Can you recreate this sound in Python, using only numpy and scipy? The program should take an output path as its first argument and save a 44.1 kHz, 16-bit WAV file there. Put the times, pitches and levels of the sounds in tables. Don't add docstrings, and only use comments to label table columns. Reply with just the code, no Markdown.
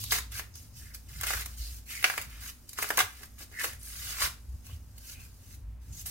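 import sys
import numpy as np
from scipy import signal
from scipy.fft import rfft, irfft, next_fast_len
from scipy.io import wavfile
from scipy.ndimage import uniform_filter1d

SR = 44100
rng = np.random.default_rng(int(sys.argv[2]) if len(sys.argv) > 2 else 0)


def file_out(sig):
    cols = np.atleast_2d(sig).T
    lim = np.clip(cols, -1, 1)
    pcm = np.round(lim * 32767).astype(np.int16)
    wavfile.write(sys.argv[1], SR, pcm)


N = 269010
TIME = np.arange(N) / SR

# start t/s, length/s, rustle level/dB, peel level/dB, swell from start to end/dB
SKIN_PULLS = [(0.0, 0.12, -45, -73, -9), (0.127, 0.059, -31.5, -36, -10), (0.33, 0.065, -40, -45, 5.5),
              (0.562, 0.11, -56, -68.5, -11), (0.764, 0.14, -55.5, -73, -9), (0.948, 0.011, -49, -62, -2),
              (1.089, 0.12, -51.5, -57.5, 6.5), (1.225, 0.024, -40.5, -36.5, 8),
              (1.275, 0.15, -36, -39.5, -8), (1.448, 0.1, -53, -61, -4), (1.576, .21, -49, -64, -4),
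              (1.865, 0.036, -50, -69, 8), (1.905, 0.2, -46.5, -56.5, -9),
              (2.042, 0.21, -42.5, -44.5, -14.5), (2.29, 0.12, -56.5, -56.5, -3),
              (2.414, 0.084, -45.5, -51, 3), (2.692, .07, -53, -77, -2), (2.783, 0.26, -43, -47.5, -10.5),
              (2.986, 0.021, -29, -28, 6.5), (3.033, 0.16, -58, -62, 4), (3.186, 0.069, -54.5, -59.5, 9),
              (3.389, 0.042, -48, -53.5, 3), (3.513, 0.066, -56.5, -65, 3),
              (3.597, 0.087, -38.5, -45, -4.5), (3.68, 0.073, -51, -52.5, -6),
              (3.814, 0.042, -52, -63.5, 7), (3.867, 0.257, -44, -53, 10.5),
              (4.123, 0.11, -41.5, -43.5, 10), (4.22, 0.048, -30, -32, -6), (4.652, 0.11, -57, -65, -6),
              (4.962, 0.17, -52, -68, 18), (5.198, 0.068, -56.5, -65, -5), (5.405, 0.14, -60.5, -72, 15),
              (5.814, 0.1, -64, -75.5, 2), (5.93, 0.087, -50, -71, 8.5), (6.071, .04, -41.5, -53, -1)]
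# t/s, crack level/dB, crack f/Hz, splinter level/dB, splinter decay/s
SKIN_SNAPS = [(0.0395, -44.5, 2960, -31, 0.0008), (0.11, -59, 2520, -33, 0.0025),
              (0.1224, -24, 1870, -19, .006), (0.1859, -35, 2020, -33, 0.0013),
              (0.3216, -56, 1900, -38.5, .0035), (0.396, -36, 1730, -40, .001),
              (0.556, -75, 2000, -42.5, 0.0015), (0.948, -62, 2000, -37, 0.0034),
              (1.2118, -39.5, 2190, -29.5, 0.00072), (1.235, -33, 1610, -28.5, 0.0015),
              (1.2688, -37, 2000, -27, .003), (1.3056, -29.5, 1480, -32, 0.0011),
              (1.3358, -28, 1660, -30, 0.00059), (1.3751, -41, 1760, -41, .0013),
              (1.4101, -43.5, 2020, -38, .0008), (1.4598, -44, 2170, -33.5, 0.0014),
              (2.0276, -39, 2230, -31, 0.00048), (2.0426, -16, 2320, -23.5, 0.00026),
              (2.052, -31, 1920, -42, .001), (2.0999, -27.5, 1790, -34.5, .001),
              (2.1393, -38.5, 1840, -47, .001), (2.1787, -27, 2200, -31, 0.0015),
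              (2.215, -52, 2430, -33.5, 0.00051), (2.2226, -55, 2040, -40, .0006),
              (2.6923, -64, 1640, -40.5, 0.00041), (2.732, -60, 1900, -40.5, 0.001),
              (2.7875, -31.5, 1450, -32.5, 0.001), (2.8264, -28.5, 2250, -24, 0.0062),
              (2.8431, -34, 1540, -44, .001), (2.89, -46, 2080, -33, .001),
              (2.9043, -26, 1620, -29, 0.0015), (2.9742, -28, 1910, -20, 0.00091),
              (2.9807, -24, 1750, -52.5, .0006), (2.9903, -27, 2110, -19, .0015),
              (3.0038, -21.5, 1550, -22, 0.0046), (3.233, -46.5, 1700, -42, .0016),
              (3.568, -58, 1800, -50, .001), (3.597, -52, 2090, -39, .0013),
              (3.6432, -28.5, 1780, -24, 0.013), (3.7324, -50.5, 1890, -44, .0007),
              (4.2061, -50, 2220, -29, .003), (4.2209, -27.5, 1760, -26.5, 0.006),
              (4.6672, -63, 2240, -46.5, .0008), (4.981, -82, 1620, -44.5, 0.0014),
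              (5.0983, -62, 2520, -42, .0012), (6.0618, -56.5, 1870, -32, 0.0027)]
# t/s, level/dB
SKIN_THICKNESS = [(0.12, -22), (1.25, -4), (2.15, -16), (2.8, -3), (2.91, 3), (3.0, -1.5), (3.64, -5),
                  (4.22, -14)]
# f/Hz, level/dB
CRUNCH_SPECTRUM = [(120, -24.5), (280, -7), (400, -8.5), (600, -3.5), (900, 1.5), (1200, 1.5),
                   (1700, -12.5), (3000, -41.5)]
# f/Hz, level/dB
PEEL_SPECTRUM = [(500, -18.5), (1000, -11), (1400, 0.5), (1900, 1.5), (2500, 0), (3300, -5), (5000, -6),
                 (10000, -40.5)]
# f/Hz, level/dB
BITE_SPECTRUM = [(1200, -8), (2400, -10.5), (3300, 5.5), (4500, 1.5), (6000, -2), (9000, -15.5),
                 (16000, -23)]
# f/Hz, level/dB
RUSTLE_SPECTRUM = [(1000, -28), (2500, -6.5), (3500, -3), (4700, 0), (6500, 1.5), (9000, -1), (12000, 0.5),
                   (16000, -2.5)]
# t/s, level/dB
GLOVE_GRIP = [(0, -66), (0.5, -67), (0.85, -63.5), (3.3, -64), (4.5, -65), (4.87, -66.5), (5.3, -62.5),
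              (5.55, -64), (5.65, -76.5), (6.1, -83)]
# middle t/s, length/s, level/dB, f/Hz, width/Hz
SLIPS = [(0.066, 0.17, -45.5, 3820, 1300), (0.11, 0.0077, -18.5, 3950, 1300),
         (0.172, 0.16, -45, 3840, 1600), (0.157, 0.064, -37, 1100, 500), (0.558, 0.07, -49, 5650, 1200),
         (0.775, 0.15, -55.5, 5560, 1200), (0.87, 0.21, -55, 1740, 500), (0.944, 0.017, -45.5, 5040, 700),
         (1.64, 0.13, -45.5, 4340, 900), (1.949, 0.18, -41, 2130, 710), (2.34, 0.087, -59, 2280, 500),
         (3.574, 0.13, -43.5, 1820, 450), (3.614, 0.067, -32.5, 1700, 550), (3.643, 0.046, -40, 382, 248),
         (3.867, 0.19, -46.5, 9600, 4060), (4.227, 0.1, -37, 1060, 450), (4.699, 0.12, -56.5, 2880, 900),
         (5.097, 0.081, -56, 5400, 2000), (5.116, 0.46, -65, 1580, 100), (5.155, 0.26, -55, 2500, 405),
         (5.968, 0.15, -48, 6750, 1200), (6.075, 0.04, -36, 11700, 4500)]
# t/s, level/dB
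PEEL_KNOCKS = [(3.209, -57), (3.404, -53.5), (3.515, -60.5), (4.691, -58)]
# f/Hz, width/Hz, level/dB over the direct sound
HOLLOW_RINGS = [(426, 20, 4), (745, 24, -5), (545, 31, -8), (1190, 140, -6), (1440, 200, -13),
                (2353, 66, -5)]
# f/Hz, t/s
ECHO_FADE = [(200, 0.1), (800, 0.27), (2000, 0.28), (6000, 0.27), (15000, 0.23)]
# f/Hz, likeness (1 = the same)
ECHO_LIKENESS = [(100, 1), (400, 0.61), (800, 0.36), (1500, 0), (3000, 0.11), (16000, 0)]
# t/s, level/dB
HUM_LEVEL = [(0, -56), (0.3, -40.5), (0.55, -57), (1.1, -46), (1.65, -42), (1.9, -46.5), (2.1, -64),
             (2.4, -47), (2.7, -63.5), (3.35, -54.5), (3.6, -64), (3.8, -46.5), (3.95, -51), (4.25, -49),
             (4.9, -51), (5.45, -56), (5.7, -42.5), (6.1, -50)]
# t/s, level/dB
RUMBLE_LEVEL = [(0, -48.5), (0.7, -52.5), (1.3, -49.5), (2.9, -58.5), (3.6, -56.5), (4.3, -57), (4.9, -54),
                (5.7, -53), (6.1, -51)]
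# f/Hz, level/dB
RUMBLE_SPECTRUM = [(25, -21.5), (36, -13), (48, -3.5), (65, 2), (80, 3), (100, 2.5), (130, -7.5),
                   (200, -17), (400, -46.5)]
# t/s, peak level/dB, f/Hz
HAND_BUMPS = [(1.598, -33.5, 58), (3.032, -43, 88), (4.232, -35, 61.4), (4.484, -34, 62),
              (4.533, -36.5, 63.6), (4.728, -32.5, 75)]
# f/Hz, level/dB
AIR_SPECTRUM = [(60, 4.5), (150, -11), (240, 1), (330, -10), (500, -14.5), (1000, -17.5), (2500, -23.5),
                (6000, -41.5), (16000, -42)]


def pulling(attack_s=0.011, release_s=0.0085, after_snap_s=0.0046, slack_db=-4, slack_s=0.049):
    peel, rustle, freed, slack = np.zeros((4, N))
    for s, length, rustle_db, peel_db, swell_db in SKIN_PULLS:
        age = TIME - s
        swell = from_db(swell_db * (np.clip(age / length, 0, 1) - .5))
        fade = np.exp(np.minimum(age, 0) / attack_s - np.maximum(age - length, 0) / release_s)
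        power = (swell * fade) ** 2
        rustle += from_db(rustle_db) ** 2 * power
        peel += from_db(peel_db) ** 2 * power
    for s, crack_db, *_ in SKIN_SNAPS:
        at = int(s * SR)
        age = TIME[:N - at]
        freed[at:] += (from_db(crack_db) * np.exp(-age / after_snap_s)) ** 2
        slack[at:] = np.exp(-age / slack_s)
    tension = from_db(slack_db * slack) ** 2
    crunch = from_db(-19.5) ** 2 * peel + level(SKIN_THICKNESS) ** 2 * freed
    peel = tension * peel + from_db(-6.5) ** 2 * freed
    rustle = tension * rustle + from_db(-22) ** 2 * freed + level(GLOVE_GRIP) ** 2
    return np.sqrt([crunch, peel, rustle])


def tearing(crunch_gain, peel_gain, rustle_gain):
    coarse = clicks(per_s=300, spread_db=4, clump_db=-4, clumps_per_s=86)
    medium = clicks(per_s=900, spread_db=3.5, clump_db=2.5, clumps_per_s=240)
    sharp = clicks(per_s=1500, spread_db=6.5, clump_db=17.5, clumps_per_s=130)
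    hardness = rustle_gain / (rustle_gain + from_db(-30))
    crunch = crunch_gain * shape_tone(coarse, CRUNCH_SPECTRUM)
    peel = peel_gain * shape_tone(medium, PEEL_SPECTRUM)
    bite = hardness * rustle_gain * shape_tone(sharp, BITE_SPECTRUM)
    return from_db(-7.5) * crunch + from_db(-3) * peel + from_db(-2) * bite


def snapping(ring_cycles=1.08, gain_db=-3):
    lead = SR // 100
    t = np.arange(-lead, SR // 30) / SR
    age = np.maximum(t, 0)
    cracks, sprays = np.zeros((2, N + len(t)))
    for s, crack_db, hz, spray_db, spray_s in SKIN_SNAPS:
        crack = np.sin(2 * np.pi * hz * age) * np.exp(-age * hz / ring_cycles)
        splinters = rng.standard_normal(len(t)) * rng.exponential(1, len(t))
        spray = splinters * np.exp(-np.abs(t) / spray_s)
        at = int(s * SR) - lead
        cracks[at:at + len(t)] += from_db(crack_db) * crack / np.linalg.norm(crack)
        sprays[at:at + len(t)] += from_db(spray_db) * spray / np.linalg.norm(spray)
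    cracks = signal.sosfilt(signal.butter(2, 480, "high", fs=SR, output="sos"), cracks + 1e-18)
    sprays = signal.sosfilt(signal.butter(1, 3000, "high", fs=SR, output="sos"), sprays + 1e-18)
    return from_db(gain_db) * np.sqrt(SR / 200) * (cracks + sprays)[:N]


def rustling(gain):
    fine = clicks(per_s=14000, spread_db=3.5, clump_db=1.5, clumps_per_s=160)
    rustle = from_db(-3.5) * gain * shape_tone(fine, RUSTLE_SPECTRUM)
    catches = clicks(per_s=2000, spread_db=6, clump_db=4, clumps_per_s=77)
    for s, length, db, hz, width in SLIPS:
        span = slice(*np.searchsorted(TIME, [s - length / 2, s + length / 2]))
        swell = np.cos(np.pi * (TIME[span] - s) / length)
        rub = ring(ring(catches[span], hz, width), hz, 2 * width)
        rustle[span] += from_db(db - 8) * swell * rms_one(rub)
    return rustle


def knocking(decay_s=0.013):
    patter = sum(from_db(db) * (TIME > s) * np.exp(-np.abs(TIME - s) / decay_s) for s, db in PEEL_KNOCKS)
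    return patter * rms_one(ring(rng.standard_normal(N), hz=467, width_hz=630))


def from_the_right(x, pan_db=0.2, lag_s=0.0001):
    size = next_fast_len(N + SR // 10)
    hz = np.arange(size // 2 + 1) * SR / size
    late = irfft(rfft(x, size) * np.exp(-2j * np.pi * hz * lag_s), size)[:N]
    return np.array([late * from_db(-pan_db), x * from_db(pan_db)])


def kitchen(x, spots=6):
    shares = from_db(12 * np.array([drift(45) for _ in range(spots)]))
    shares /= np.linalg.norm(shares, axis=0)
    return sum(signal.fftconvolve((x * share)[None], echoes(), axes=1)[:, :N] for share in shares)


def echoes(near_db=3, near_s=0.0053, far_db=-4):
    t = np.arange(SR // 3) / SR
    edges, response = np.geomspace(80, 17000, num=13), 0
    noise = rng.standard_normal((2, 2, len(t)))
    near = np.exp(-t / near_s) * (t > .0007)
    for k, (low, high) in enumerate(zip(edges, edges[1:])):
        hz = np.sqrt(low * high)
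        far = from_db(-60 * t / at_hz(ECHO_FADE, hz)) * (t > .006)
        scatter = from_db(near_db) * hz / (hz + 500)
        decay = np.hypot(scatter * near / np.linalg.norm(near), from_db(far_db) * far / np.linalg.norm(far))
        band = signal.butter(2, [low, high], "band", fs=SR, output="sos")
        mid, side = signal.sosfilt(band, noise[k % 2] * decay)
        alike = at_hz(ECHO_LIKENESS, hz)
        response += np.sqrt((1 + alike) / 2) * mid + np.sqrt((1 - alike) / 2) * side * [[1], [-1]]
    return response


def hand_bumps(length_s=0.023):
    bumps = np.zeros(N)
    for s, db, hz in HAND_BUMPS:
        age = np.clip(TIME - s, 0, 1)
        rise = 2 * age / length_s
        bumps += from_db(db) * np.sin(2 * np.pi * hz * age) * rise * np.exp(1 - rise)
    return bumps


def hum(hz=57.5, waver_rad=0.79, swell_db=2):
    phase = 2 * np.pi * hz * TIME + waver_rad * drift(16)
    gain = from_db(-1 + swell_db * drift(12)) * level(HUM_LEVEL)
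    return gain * np.sqrt(2) * np.sin(phase)


def rumble_and_air(flutter_db=3, air_db=-60.5):
    rumble = stereo_noise(RUMBLE_SPECTRUM, side_db=-15)
    air = stereo_noise(AIR_SPECTRUM, side_db=-6)
    gain = from_db(1.5 + flutter_db * drift(11)) * level(RUMBLE_LEVEL)
    return gain * rumble + from_db(air_db) * air


def stereo_noise(spectrum, side_db):
    mid, side = (shape_tone(rng.standard_normal(N), spectrum) for _ in range(2))
    return mid + from_db(side_db) * side * [[1], [-1]]


def clicks(per_s, spread_db, clump_db, clumps_per_s):
    sizes = from_db(spread_db * np.minimum(rng.exponential(1, N), 4)) * rng.choice([-1, 1], N)
    happens = rng.random(N) < per_s / SR
    breaks = sizes * happens * from_db(clump_db * drift(clumps_per_s))
    power = np.maximum(uniform_filter1d(breaks ** 2, size=SR // 40), 0)
    return breaks / np.sqrt(power + 1e-6)


def ring(x, hz, width_hz):
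    r = np.exp(-np.pi * width_hz / SR)
    feedback = [1, -2 * r * np.cos(2 * np.pi * hz / SR), r * r]
    return signal.lfilter(np.array([1, 0, -1]) * (1 - r * r) / 2, feedback, x + 1e-18)


def shape_tone(x, spectrum):
    size = 2 ** 13
    gains = from_db(at_hz(spectrum, np.arange(size // 2 + 1) * SR / size))
    cepstrum = irfft(np.log(gains))
    response = irfft(np.exp(rfft(2 * cepstrum[:size // 2], size)))
    return rms_one(signal.fftconvolve(x, response)[:N])


def drift(per_s):
    points = rng.standard_normal(2 ** 13)
    return rms_one(np.interp(TIME * per_s, np.arange(len(points)), points))


def at_hz(rows, hz):
    known_hz, values = np.transpose(rows)
    return np.interp(np.log(hz + 1e-9), np.log(known_hz), values)


def level(rows):
    return from_db(np.interp(TIME, *np.transpose(rows)))


def rms_one(x):
    return x / np.sqrt(np.mean(x ** 2) + 1e-20)


def from_db(db):
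    return 10 ** (np.asarray(db) / 20)


def scene():
    crunch_gain, peel_gain, rustle_gain = pulling()
    skin = tearing(crunch_gain, peel_gain, rustle_gain) + snapping() + knocking()
    skin = skin + sum(from_db(db) * ring(skin, hz, width) for hz, width, db in HOLLOW_RINGS)
    rustle = rustling(rustle_gain)
    direct = from_the_right(skin + from_db(-5) * rustle)
    room = kitchen(skin + from_db(2.5) * rustle)
    return direct + room + hand_bumps() + hum() + rumble_and_air()


def record(dry):
    return signal.sosfilt(signal.ellip(12, .1, 80, 15900, fs=SR, output="sos"), dry)


dry = scene()
out = record(dry)
file_out(out)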